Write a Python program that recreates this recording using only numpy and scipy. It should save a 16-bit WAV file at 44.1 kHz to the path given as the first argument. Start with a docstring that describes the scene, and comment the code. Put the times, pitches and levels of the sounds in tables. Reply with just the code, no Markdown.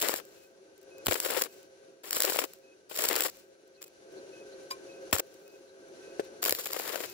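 """Beside thin iron tube, a welding rod is dabbed on: the arc burns in short bursts of hiss, cracks and puffs.
Hiss, roar and fan air are shaped noise; cracks and puffs are brief noise swells topped with a click.
Hot slag sizzles between dabs, the welder's fan drones and whines, a cricket chirps in tone pulses.
Metal clinks and knocks once as struck resonances, and faint squeaks of narrow noise come from far off.
Two microphone ports hear it: the left one faces the tube and gets the puffs."""
import sys
import numpy as np
from scipy import signal
from scipy.fft import rfft, irfft, next_fast_len
from scipy.io import wavfile
from scipy.ndimage import uniform_filter1d

SR = 44100
rng = np.random.default_rng(int(sys.argv[2]) if len(sys.argv) > 2 else 0)


def digitize_waveform(pressure):
    """Quantize a signal to 16-bit integers and store it at the path in sys.argv[1].

    Rows of a 2-D input are taken as channels; values are limited to [-1, 1].
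    """
    field = np.atleast_2d(pressure).T
    bounded = np.clip(field, -1, 1)
    quanta = np.round(bounded * 32767).astype(np.int16)
    wavfile.write(sys.argv[1], SR, quanta)


def gain_from_db(level_db):
    """Convert decibel levels to linear amplitude factors (20 dB per decade)."""
    decades = np.asarray(level_db, float) / 20
    return 10 ** decades


N = 314433  # samples
PAD = next_fast_len(N + 4096)
BIN_HZ = np.maximum(np.arange(PAD // 2 + 1) * SR / PAD, 1)
# Levels in the tables are starting points in dB: each function adds its own trims.


def rms_one(x):
    """Scales a signal to rms 1."""
    return x / np.sqrt(np.mean(x ** 2) + 1e-20)


def in_time(rows):
    """Draws straight lines between (time, value, ...) rows, one curve per column."""
    s, *columns = np.transpose(rows)
    return [np.interp(np.arange(N) / SR, s, column) for column in columns]


def in_hz(rows):
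    """Draws (frequency, value, ...) rows as curves over log frequency, one per column."""
    hz, *columns = np.transpose(rows)
    return [np.interp(np.log(BIN_HZ), np.log(hz + 1), column) for column in columns]


def drift(rate_hz):
    """Slow random wander of rms 1: noise through two equal low-pass poles."""
    r = np.exp(-2 * np.pi * rate_hz / SR)
    noise = rng.standard_normal(N + SR)
    return rms_one(signal.lfilter([1], [1, -2 * r, r * r], noise)[SR:])  # the first second settles


def ring(at_s, gain, hz, t60):
    """Clicks set a damped sine ringing; it falls 60 dB in t60 seconds."""
    clicks = np.full(N, 1e-18)
    clicks[np.round(np.multiply(at_s, SR)).astype(int)] = gain
    r = gain_from_db(-60 / (t60 * SR))
    w = 2 * np.pi * hz / SR
    return signal.lfilter([0, np.sin(w)], [1, -2 * r * np.cos(w), r * r], clicks)


def causal(gains):
    """Minimum-phase response of these gains: nothing rings before a click."""
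    cepstrum = irfft(np.log(gains + 1e-9), PAD)
    cepstrum[..., 1:PAD // 2] *= 2
    cepstrum[..., PAD // 2 + 1:] = 0
    return np.exp(rfft(cepstrum))


def two_ports(envelope, gains, likeness, lead, spikes=0):
    """Noise under one envelope, part shared by both ports and part each port's own; steady rms 1."""
    shared, *own = rfft(rng.standard_normal((3, N)) * envelope + spikes, PAD)
    alike = np.clip(likeness, 0, 1)
    shared = shared * np.exp(1j * np.outer([.5, -.5], lead))  # lead: radians the left is ahead
    mixed = np.sqrt(alike) * shared + np.sqrt(1 - alike) * np.array(own)
    gains = gains / np.sqrt(np.mean(np.abs(gains) ** 2))
    return irfft(gains * mixed, PAD)[:, :N]


def bursts(events, rise):
    """Power envelope: each burst peaks at a share of its nominal length, then dies away."""
    power = np.zeros(N)
    for s, level_db, ms in events:
        x = np.arange(int(ms * SR / 200)) / (ms * SR / 1000 * rise)  # the tail runs to five lengths
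        shape = (x * np.exp(1 - x)) ** 2
        piece = power[int(s * SR):int(s * SR) + len(x)]
        piece += gain_from_db(2 * level_db) * shape[:len(piece)]
    return power


def grains(per_s, spread_db, ms):
    """Random tiny sparks, each decaying with time constant ms, as a power envelope of mean 1."""
    heights = gain_from_db(spread_db * np.minimum(rng.exponential(1, N), 5)) ** 2
    sparks = heights * (rng.random(N) < per_s / SR)
    r = np.exp(-1000 / (ms * SR))
    power = signal.lfilter([1], [1, -r], sparks)
    return power / power.mean()


def pressure_jumps(events, rise, extra_db):
    """One sharp click per burst, set at a share of its length."""
    s, level_db, ms = np.transpose(events)
    clicks = np.zeros(N)
    clicks[((s + rise * ms / 1000) * SR).astype(int)] = gain_from_db(level_db + extra_db)
    return clicks


# one list per dab of the rod, from strike to break: (time [s], hiss level [dB], roar level [dB])
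DABS = [
    [(0.0, -49, -48.5), (0.04, -48.5, -44), (0.1, -49, -41), (0.152, -50, -48), (0.199, -56.5, -71)],
    [(1.05, -62, -70), (1.108, -46.5, -49), (1.185, -52, -58), (1.228, -52.5, -46), (1.268, -48.5, -45.5),
     (1.358, -50.5, -40), (1.418, -47.5, -45), (1.46, -54, -58)],
    [(2.035, -59.5, -61), (2.105, -58, -52.5), (2.148, -47.5, -49.5), (2.216, -46.5, -55),
     (2.272, -48.5, -49), (2.3, -44, -53), (2.405, -52, -40.5), (2.453, -56, -62)],
    [(2.895, -62.5, -75), (2.95, -56.5, -53.5), (3.0, -49, -42.5), (3.095, -45.5, -45.5),
     (3.134, -52.5, -38), (3.2, -48.5, -44), (3.25, -42.5, -49), (3.3, -58, -63)],
    [(3.81, -67, -61.5), (3.845, -66, -71), (3.862, -71, -79.5), (3.884, -78, -80.5)],
    [(5.127, -44, -51), (5.17, -48.5, -47), (5.206, -54, -63)],
    [(6.42, -53, -55.5), (6.476, -46, -43), (6.54, -56, -62), (6.6, -51, -60), (6.7, -53, -60),
     (6.75, -50, -56), (6.85, -55, -45.5), (6.9, -51, -44), (7.022, -56, -48.5), (7.062, -56, -53)],
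]
# a droplet bridges the gap and the arc falls quiet: (time [s], length [ms], level change [dB])
SHORTS = [(1.0726, 8.6, -11), (1.186, 12, -3), (1.4288, 8.0, -7), (2.3711, 12.7, -2), (3.1326, 5.6, -10),
          (3.8463, 15.5, -12), (5.1643, 7.2, -9), (6.4873, 5.7, -9), (6.6474, 9.5, -5), (6.7112, 7.0, -6)]


def burning():
    """Power of the arc's hiss and roar: silent between dabs, sinking in each short."""
    power, t = np.zeros((2, N)), np.arange(N) / SR
    for dab in DABS:
        s, *levels_db = np.transpose(dab)
        on = slice(int(s[0] * SR), int(s[-1] * SR))
        power[:, on] = [gain_from_db(2 * np.interp(t[on], s, db)) for db in levels_db]
    for s, ms, db in SHORTS:
        power[:, int(s * SR):int((s + ms / 1000) * SR)] *= gain_from_db(2 * db)
    return uniform_filter1d(power, size=60).clip(0)  # softens the edges


def small_bursts(hiss, over_db, spread_db, ms):
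    """Lesser bursts at random while the arc burns, riding on its hiss: (time [s], level [dB], length [ms])."""
    per_s = 45  # candidates; those in the silences are dropped
    when, size, length = rng.random((int(per_s * N / SR), 3)).T
    power = hiss[(when * N).astype(int)]
    level_db = 10 * np.log10(power + 1e-20) + over_db + spread_db * (2 * size - 1)
    rows = np.transpose([when * N / SR, level_db, ms * (.6 + length)])
    return rows[power > 1e-12]


# clearest cracks of the arc and ticks of the cooling slag: (time [s], level [dB], length [ms])
CRACKS = [(0.0146, -19, 1.1), (0.0188, -17.5, 1.5), (0.0254, -18, 1.4), (0.0861, -14.5, 1.1),
          (0.1389, -26.5, 2.2), (0.1596, -28.5, 3.2), (0.2516, -46, 1.3), (0.7779, -54.5, 3.2),
          (0.8144, -54, 1.3), (0.8302, -52, 1.1), (0.9814, -47.5, 2.7), (1.0607, -21.5, 1.1),
          (1.0676, -15, 1.5), (1.0833, -20.5, 1.2), (1.1104, -23, 1.4), (1.1181, -26, 3.5),
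          (1.1309, -23, 3.2), (1.142, -20.5, 1.3), (1.2014, -16.5, 1.3), (1.2483, -23.5, 1.9),
          (1.308, -21, 1.3), (1.3721, -24.5, 1.3), (1.4193, -16, 2.5), (1.4379, -21, .9),
          (1.5272, -49, 1.1), (1.6296, -48, 1.2), (2.1081, -18.5, 1.25), (2.1298, -16, 1.2),
          (2.1488, -23, 1.2), (2.1615, -22, .96), (2.1669, -18, .93), (2.2037, -13, 1.5),
          (2.2212, -13, 1.4), (2.2344, -17, 1.6), (2.2501, -14, 1.05), (2.2978, -20, 1.2),
          (2.3692, -22, 1.3), (2.3878, -26, 11.6), (2.4398, -27, 1.9), (2.9568, -29, 1.2),
          (2.9614, -26, 2.2), (2.9738, -25, 2.5), (2.989, -19.5, 1.05), (3.0208, -21, 1.5),
          (3.039, -15.5, 1.1), (3.0505, -19, 1.7), (3.055, -20, 1.3), (3.0862, -17.5, 3.4),
          (3.1292, -19, 1.3), (3.1551, -18.5, 1.2), (3.1624, -16, 1.4), (3.2065, -13, .98),
          (3.2214, -21, 1.4), (3.3698, -43, .8), (3.6783, -58, 1.05), (3.8186, -35.5, 1.3),
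          (3.8266, -33.5, 1.7), (3.8404, -38, 1.05), (3.8798, -47, 1.3), (4.1224, -52.5, 1.1),
          (5.1119, -41, 1.6), (5.1276, -19, 2.4), (5.1308, -14.5, .91), (5.1341, -25, 3.9),
          (5.1532, -24.5, 3.8), (5.1837, -22.5, 2.1), (5.1971, -17, 1.4), (5.3415, -48, 1.2),
          (6.2452, -55, 4.9), (6.4243, -29, 2.1), (6.4289, -17, 1.1), (6.4393, -21, 2.3),
          (6.4516, -15, 1.5), (6.4596, -20, 1.2), (6.4797, -24, 2.5), (6.4945, -12, 1.01),
          (6.5082, -17, .99), (6.5242, -15, 1.1), (6.5496, -22, 1.1), (6.6571, -24.5, 1.5),
          (6.6707, -26, 1.5), (6.7326, -20, .87), (6.8776, -25, .93), (6.8925, -25.5, 1.1),
          (6.958, -26, 1.1)]
# tone of the arc at the two ports: (frequency [Hz], left level [dB], right level [dB], likeness [0-1])
ARC_COLOUR = [(100, -20, -16, 0), (495, -13.5, -11.5, 0.33), (1000, -8, -10.5, 0.1), (2800, -6.5, -9, 0.15),
              (4730, -2, -3, 0.34), (6760, -2.5, -6, 0.93), (9330, -9, -8.5, 0.6), (10200, -5.5, -3.5, 0.6),
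              (11500, -1, -6.5, 0.82), (13650, -3.5, -3, 0.4), (14500, -1, -8, .2), (15400, 0, -1.5, 0.4)]
# phase between the ports: (frequency [Hz], left lead [rad])
ARC_PHASE = [(0, -9), (1210, -3), (4650, -3.5), (5680, -5), (6200, -3), (6890, -5), (8010, -5),
             (8610, -21.5), (9730, -7.5), (10600, -8.5), (11600, -9.5), (13500, -17), (15200, -32),
             (16700, -5)]
# peaks and dips of the ports' cavities and nearby reflections: (frequency [Hz], width [Hz], level [dB])
PORT_RESONANCES = [(6010, 370, -6), (7600, 480, 9.5), (8620, 410, -5), (11000, 400, 4), (12300, 840, 0.5),
                   (12950, 320, -5), (13600, 400, 5), (15500, 500, 8.5)]
# the same from the higher spot where the last dab lands: (frequency [Hz], width [Hz], level [dB])
HIGH_SPOT_RESONANCES = [(5800, 550, -4.5), (7330, 740, 4), (8800, 650, -9), (12000, 600, 3),
                        (13600, 500, 4), (15250, 560, 5.5)]


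def arc(hiss, sizzle_db):
    """Hiss, sparks and cracks share one colour; the cooling slag goes on sparking faintly."""
    cracks = np.vstack([CRACKS, small_bursts(hiss, over_db=17.1, spread_db=5, ms=1.4)])
    flicker = gain_from_db(10.5 + 3.0 * drift(60)) ** 2
    hiss = hiss * flicker * (1.56 + 0.48 * grains(per_s=300.0, spread_db=2.5, ms=.6))
    ticks = grains(per_s=60, spread_db=5, ms=.7)
    sizzle = gain_from_db(sizzle_db + 5 + 1.3 * drift(25)) ** 2 * (.6 + 0.27 * ticks)
    envelope = np.sqrt(hiss + sizzle + bursts(cracks, rise=0.41) * gain_from_db(1.0))
    spikes = pressure_jumps(cracks, rise=.5, extra_db=11.5)
    left_db, right_db, likeness = in_hz(ARC_COLOUR)
    lead = in_hz(ARC_PHASE)[0]
    high = np.arange(N) > 6.3 * SR  # the last dab, on the higher spot
    out = 0
    for when, resonances in (~high, PORT_RESONANCES), (high, HIGH_SPOT_RESONANCES):
        ports_db = sum(db * np.exp(-(2 * (BIN_HZ - hz) / width) ** 2) for hz, width, db in resonances)
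        gains = causal(gain_from_db(np.array([left_db, right_db]) + ports_db))
        out = out + two_ports(when * envelope, gains, likeness, lead, when * spikes)
    return out


# strongest bursts of gas out of the melt: (time [s], level [dB], length [ms])
PUFFS = [(0.0247, -25.5, 6.4), (0.0398, -26, 18), (0.0561, -30, 9.7), (0.0854, -21, 1.05),
         (0.0924, -21.5, 3.3), (0.139, -19, 2.05), (1.0671, -21, 2.2), (1.0831, -23.5, 6.2),
         (1.1099, -21.5, 5.8), (1.1218, -20.5, 4.4), (1.1531, -25, 7.7), (1.2498, -25.5, 2.2),
         (1.2583, -25.5, 5.1), (1.3664, -25.5, 4.3), (1.3722, -22.5, 3.6), (1.4111, -24, 3.2),
         (1.4186, -27.5, 4.3), (2.0388, -39.5, 7.1), (2.1666, -27.5, 5.8), (2.2392, -25, 12.9),
         (2.2699, -26, 14.7), (2.2876, -28, 8.0), (2.3599, -24, 3.1), (2.388, -15, 3.6), (2.4155, -28, 8.5),
         (2.4382, -24.5, 5), (2.91, -35.5, 10.4), (2.9885, -28, 7.4), (3.0384, -23.5, 8.3),
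         (3.0491, -25.5, 4.3), (3.0994, -27.5, 5.0), (3.1092, -21.5, 4.9), (3.1204, -26.5, 5.9),
         (3.1541, -21.5, 2.6), (3.1961, -27.5, 6), (3.2056, -26, 3.3), (3.2527, -29.5, 11),
         (5.1273, -16, 2.6), (5.1352, -22, 1.6), (5.1478, -27, 4), (5.1612, -28, 5.9), (5.1929, -25, 3.5),
         (5.2002, -26, 3.0), (6.4285, -30, 4.3), (6.459, -24, 3.1), (6.4836, -22, 2.05), (6.494, -27, 4.4),
         (6.5236, -21, 1.75), (6.5839, -33.5, 12.7), (6.6602, -31.5, 7.0), (6.7419, -31, 8.3),
         (6.7624, -29, 6.2), (6.797, -24.5, 2.8), (6.9407, -29.5, 5.4), (6.956, -27, 4.2),
         (7.0035, -27.5, 3.4), (7.0329, -31, 13)]
# puffs and roar through the tube: (frequency [Hz], level [dB per Hz])
TUBE_COLOUR = [(60, -33), (150, -30), (330, -4.5), (500, 1), (800, -8.5), (1700, -8), (3000, -12.5),
               (6000, -21)]


def tube(roar, hiss):
    """A lumpy low roar with puffs of gas, loud on the left port that faces the tube."""
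    right_db = -15
    puffs = np.vstack([PUFFS, small_bursts(hiss, over_db=14, spread_db=4.3, ms=5.5)])
    lumpy_roar = roar * gain_from_db(4.5 + 3.2 * drift(70)) ** 2
    envelope = np.sqrt(lumpy_roar + bursts(puffs, rise=0.46) * gain_from_db(-5.5))
    jumps = pressure_jumps(puffs, rise=0.299, extra_db=15.5)
    push = uniform_filter1d(jumps, size=24)  # a soft shove of gas
    gains = causal(gain_from_db(in_hz(TUBE_COLOUR)[0])) * gain_from_db(np.array([[0], [right_db]]))
    return two_ports(envelope, gains, 0.067, 0 * BIN_HZ, push)


# strongest strikes, which thump the right port: (time [s], level [dB])
THUMPS = [(1.068, -23.5), (1.0835, -14), (5.1268, -27), (5.131, -12), (6.5065, -34), (6.523, -33)]


def thumps():
    """A one-sided spike, a quick recoil, then the right port swings slowly; the left hears less."""
    s, level_db = np.transpose(THUMPS)
    spike = ring(s, gain_from_db(level_db + 12.0), hz=1436, t60=0.000478)
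    recoil = ring(s + 0.00028, gain_from_db(level_db - 4), hz=267, t60=0.015)
    swing = ring(s + 0.0018, gain_from_db(level_db - 11.5), hz=90, t60=0.078) - recoil
    return spike * gain_from_db(np.array([[-3.0], [0]])) + swing * gain_from_db(np.array([[-16.0], [0]]))


# after each dab the slag sizzles, then cools: (start [s], hold [s], level [dB])
COOLING = [(0.195, 0.25, -66), (1.462, .12, -63), (2.45, .075, -61.5), (3.3, 0.097, -62.5),
           (3.884, .02, -80), (5.21, 0.35, -72), (7.054, 0.064, -53)]


def cooling():
    """Power of the sound left after each dab: it holds, then dies at one rate."""
    fall_db_per_s = 200
    t = np.arange(N) / SR
    power = 0
    for s, hold, db in COOLING:
        level_db = db - fall_db_per_s * (t - s - hold).clip(0)
        power = power + (t > s) * gain_from_db(2 * level_db.clip(-200))
    return power


# one strike of metal, its ringing modes: (frequency [Hz], level [dB], t60 [s])
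CLINK = [(1059, 4.5, 0.11), (1500, -14, .09), (2373, 3, 0.1), (3880, 2, 0.047), (4950, 12, 0.05),
         (5470, -6, .05), (7360, 3, 0.036), (10370, -8, .06)]
# one knock, its ringing modes: (frequency [Hz], level [dB], t60 [s])
KNOCK = [(434, -2, .04), (543, 0, .04), (1530, -11, 0.017), (2420, -29, 0.03)]


def struck(s, level_db, modes, main_db, main_ms, contact_ms, clack_db, clack_hz, lag_s, right_db):
    """A main contact and a chatter of small ones ring the modes, with a noisy clack; the right rings later."""
    chatter = np.sqrt(bursts([(s, 0, contact_ms)], rise=0.5)) * rng.standard_normal(N)
    chatter = chatter / np.sqrt(np.sum(chatter ** 2)) * 0.8
    chatter[int((s + main_ms / 1000) * SR)] += gain_from_db(main_db)
    body = sum(ring(0, gain_from_db(level_db + db), hz, t60) for hz, db, t60 in modes)[:SR]
    rings = signal.fftconvolve(chatter, body)[:N]
    clack_power = bursts([(s, level_db + clack_db, 1.57 * contact_ms)], rise=0.42)
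    clack = np.sqrt(clack_power) * rng.standard_normal((2, N))
    clack = signal.sosfilt(signal.butter(1, [600, clack_hz], "band", fs=SR, output="sos"), clack)
    both = np.array([rings, np.roll(rings, int(lag_s * SR))]) + clack
    low_cut = signal.butter(2, 300, "high", fs=SR, output="sos")  # a small body radiates no bass
    return signal.sosfilt(low_cut, both) * gain_from_db(np.array([[0], [right_db]]))


def clink():
    """Metal clinks: bright modes rung by a long chatter."""
    return struck(4.704, -40.5, CLINK, main_db=-2.5, main_ms=5.5, contact_ms=11.3,
                  clack_db=3.5, clack_hz=13900, lag_s=.0003, right_db=-2.0)


def knock():
    """Metal knocks: low, short modes, struck with the opposite polarity."""
    return -struck(6.1955, -19, KNOCK, main_db=2.0, main_ms=0, contact_ms=6.0,
                   clack_db=-13.0, clack_hz=3450, lag_s=0.000466, right_db=-5.5)


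# cricket chirps: (time [s], level of the first pulse [dB], gain per pulse [dB])
CHIRPS = [(.355, -68, 2.1), (0.906, -61, 2), (1.491, -63, -4), (2.63, -66, 2.2), (3.774, -66.5, -1.8),
          (4.323, -57, 0), (4.885, -55.5, -1.5), (5.455, -66, .4), (6.022, -58.5, -0.5), (7.075, -58, -1.5)]


def cricket():
    """Each chirp is three tone pulses that sag a little in pitch."""
    chirp_hz, spacing_s, pulse_s = 2568, .037, 0.039
    lead = np.array([[1.3], [0]])  # radians the left leads
    out, t = np.zeros((2, N + SR)), np.arange(int(pulse_s * SR)) / SR
    swell = np.sin(np.pi * t / pulse_s).clip(0) ** 0.71
    for s, level_db, step_db in CHIRPS:
        for k, (phase, uneven, bend) in enumerate(rng.standard_normal((3, 3))):
            i = int((s + k * spacing_s) * SR)
            hz = chirp_hz - 12 * k + 8 * bend - 300 * t
            tone = np.sin(2 * np.pi * hz * t + 3 * phase + lead)
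            out[:, i:i + len(t)] += gain_from_db(level_db + k * step_db + 1.5 * uneven) * swell * tone
    return out[:, :N]


# tone of the fan's drone: (frequency [Hz], level [dB per Hz])
DRONE = [(24, -65), (40, -64), (77, -31), (257, -19), (390, -1.5), (480, -13.5), (540, -5.5), (609, -19),
         (665, -18.5), (1070, -30.5), (1400, -26.5), (1820, -58.5), (3080, -120)]
# how alike the drone is at the two ports: (frequency [Hz], likeness [0-1])
DRONE_LIKENESS = [(60, 0.99), (500, 0.85), (900, 0.44), (1400, .3)]
# tone of the air noise: (frequency [Hz], level [dB])
AIR = [(800, -8.5), (1200, -13.5), (1550, -9), (1780, -13), (2300, -10), (2800, -9), (3300, -13),
       (4200, -9.5), (5100, -12), (6000, -9), (7500, -15.5), (8400, -24.5), (9500, -12.5), (11500, -26),
       (16000, -49)]
# whistles of the fan housing: (frequency [Hz], width [Hz], level against each other [dB])
WHISTLES = [(382, 24, -8), (536.3, 15, -6.5), (664, 38, -16), (1539, 35, -18.5), (1596, 180, -18),
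            (1910, 24, -25), (4150, 67, -28.5), (5980, 60, -27.5)]
# motor whines: (frequency [Hz], wander [Hz], level against the blowing air [dB], left lead [turns])
WHINES = [(1532, 6, -2.5, 0.32), (5900, 9, -6.5, .15)]


def fan(drone_db, air_db, blow_db):
    """Low drone with narrow whistles, a little earlier on the left, over diffuse air noise and motor whines."""
    lead = 2 * np.pi * BIN_HZ * .00025  # the left is this many seconds ahead
    drone_level = gain_from_db(drone_db + 1.26 * drift(9.6) - 0.5)
    drone = two_ports(drone_level, gain_from_db(in_hz(DRONE)), in_hz(DRONE_LIKENESS)[0], lead)
    lines = sum(gain_from_db(db) / np.sqrt(width) / (1 + (2 * (BIN_HZ - hz) / width) ** 2)
                for hz, width, db in WHISTLES)
    whistles = two_ports(gain_from_db(drone_db - 3.5), [lines], 0.63, lead)
    air_gains = gain_from_db(in_hz(AIR)[0] + np.array([[1.5], [-1.5]]))
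    air = two_ports(gain_from_db(air_db + 1.33 * drift(11.4) + 5), air_gains, 0.034, lead)
    whines = 0
    for hz, wander_hz, db, lead_turns in WHINES:
        turns = np.cumsum(hz + wander_hz * drift(12.05)) / SR + np.array([[lead_turns], [0]])
        whines = whines + gain_from_db(blow_db + db) * np.sin(2 * np.pi * turns)
    return drone + whistles + whines + air


# faint squeaks far off: (time [s], length [s], frequency [Hz], level [dB])
SQUEAKS = [(3.503, .08, 4150, -85), (3.729, .06, 4300, -73.5), (4.15, 0.064, 4180, -67),
           (4.51, 0.048, 4100, -64.5), (4.9, 0.046, 4100, -69), (5.48, .04, 4600, -74.5),
           (5.656, 0.075, 4120, -73.5)]


def squeaks():
    """Short swells of narrow noise, unrelated at the two ports."""
    out = np.zeros((2, N))
    for s, length, hz, level_db in SQUEAKS:
        band = signal.butter(2, [hz - 260, hz + 260], "band", fs=SR, output="sos")
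        swell = np.hanning(int(length * SR))
        noise = signal.sosfilt(band, rng.standard_normal((2, SR // 4)))[:, -len(swell):]
        out[:, int(s * SR):int(s * SR) + len(swell)] += gain_from_db(level_db + 6) * swell * rms_one(noise)
    return out


# the fan's drone swells and sinks: (time [s], level [dB])
FAN = [(0.2, -56.5), (0.588, -60.5), (0.808, -59), (0.936, -53), (1.04, -51), (1.5, -56.5), (1.63, -58),
       (1.88, -58.5), (2.01, -61), (2.7, -59), (2.87, -61), (3.91, -60), (4.052, -56), (4.15, -49.5),
       (4.28, -51.5), (5.05, -49.5), (5.23, -55.5), (5.7, -56), (5.926, -52.5), (6.066, -49), (6.4, -51),
       (7.1, -57)]


def scene():
    """Sums all sources; the air follows most of the drone's swing, and a short noisy tail lingers after dabs."""
    drone_db, = in_time(FAN)
    blow_db = -13.5 - 55 + 0.91 * (drone_db + 55)  # 13.5 dB under the drone when that is at -55 dB
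    after_dab = cooling()
    air_db = 10 * np.log10(gain_from_db(2 * blow_db) + after_dab * gain_from_db(2 * -3.5))  # mid-range tail after the dabs
    sizzle_db = 10 * np.log10(after_dab + gain_from_db(2 * (blow_db - 16)))  # over the treble of the blowing air
    hiss, roar = burning()
    welding = arc(hiss, sizzle_db) + tube(roar, hiss) + thumps()
    metal = clink() + knock()
    return welding + metal + cricket() + fan(drone_db, air_db, blow_db) + squeaks()


def band_limit(x):
    """A steep low-pass at the top of the band."""
    return signal.sosfilt(signal.butter(12, 17140, fs=SR, output="sos"), x)


def record(dry):
    """Cuts the deep bass below 45 Hz and the top above 16450 Hz."""
    bass_cut = signal.butter(2, 45, "high", fs=SR, output="sos")
    top_cut = signal.cheby2(10, 50, 16450, fs=SR, output="sos")
    mix = signal.sosfilt(top_cut, signal.sosfilt(bass_cut, dry))
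    return band_limit(mix)


dry = scene()
out = record(dry)
digitize_waveform(out)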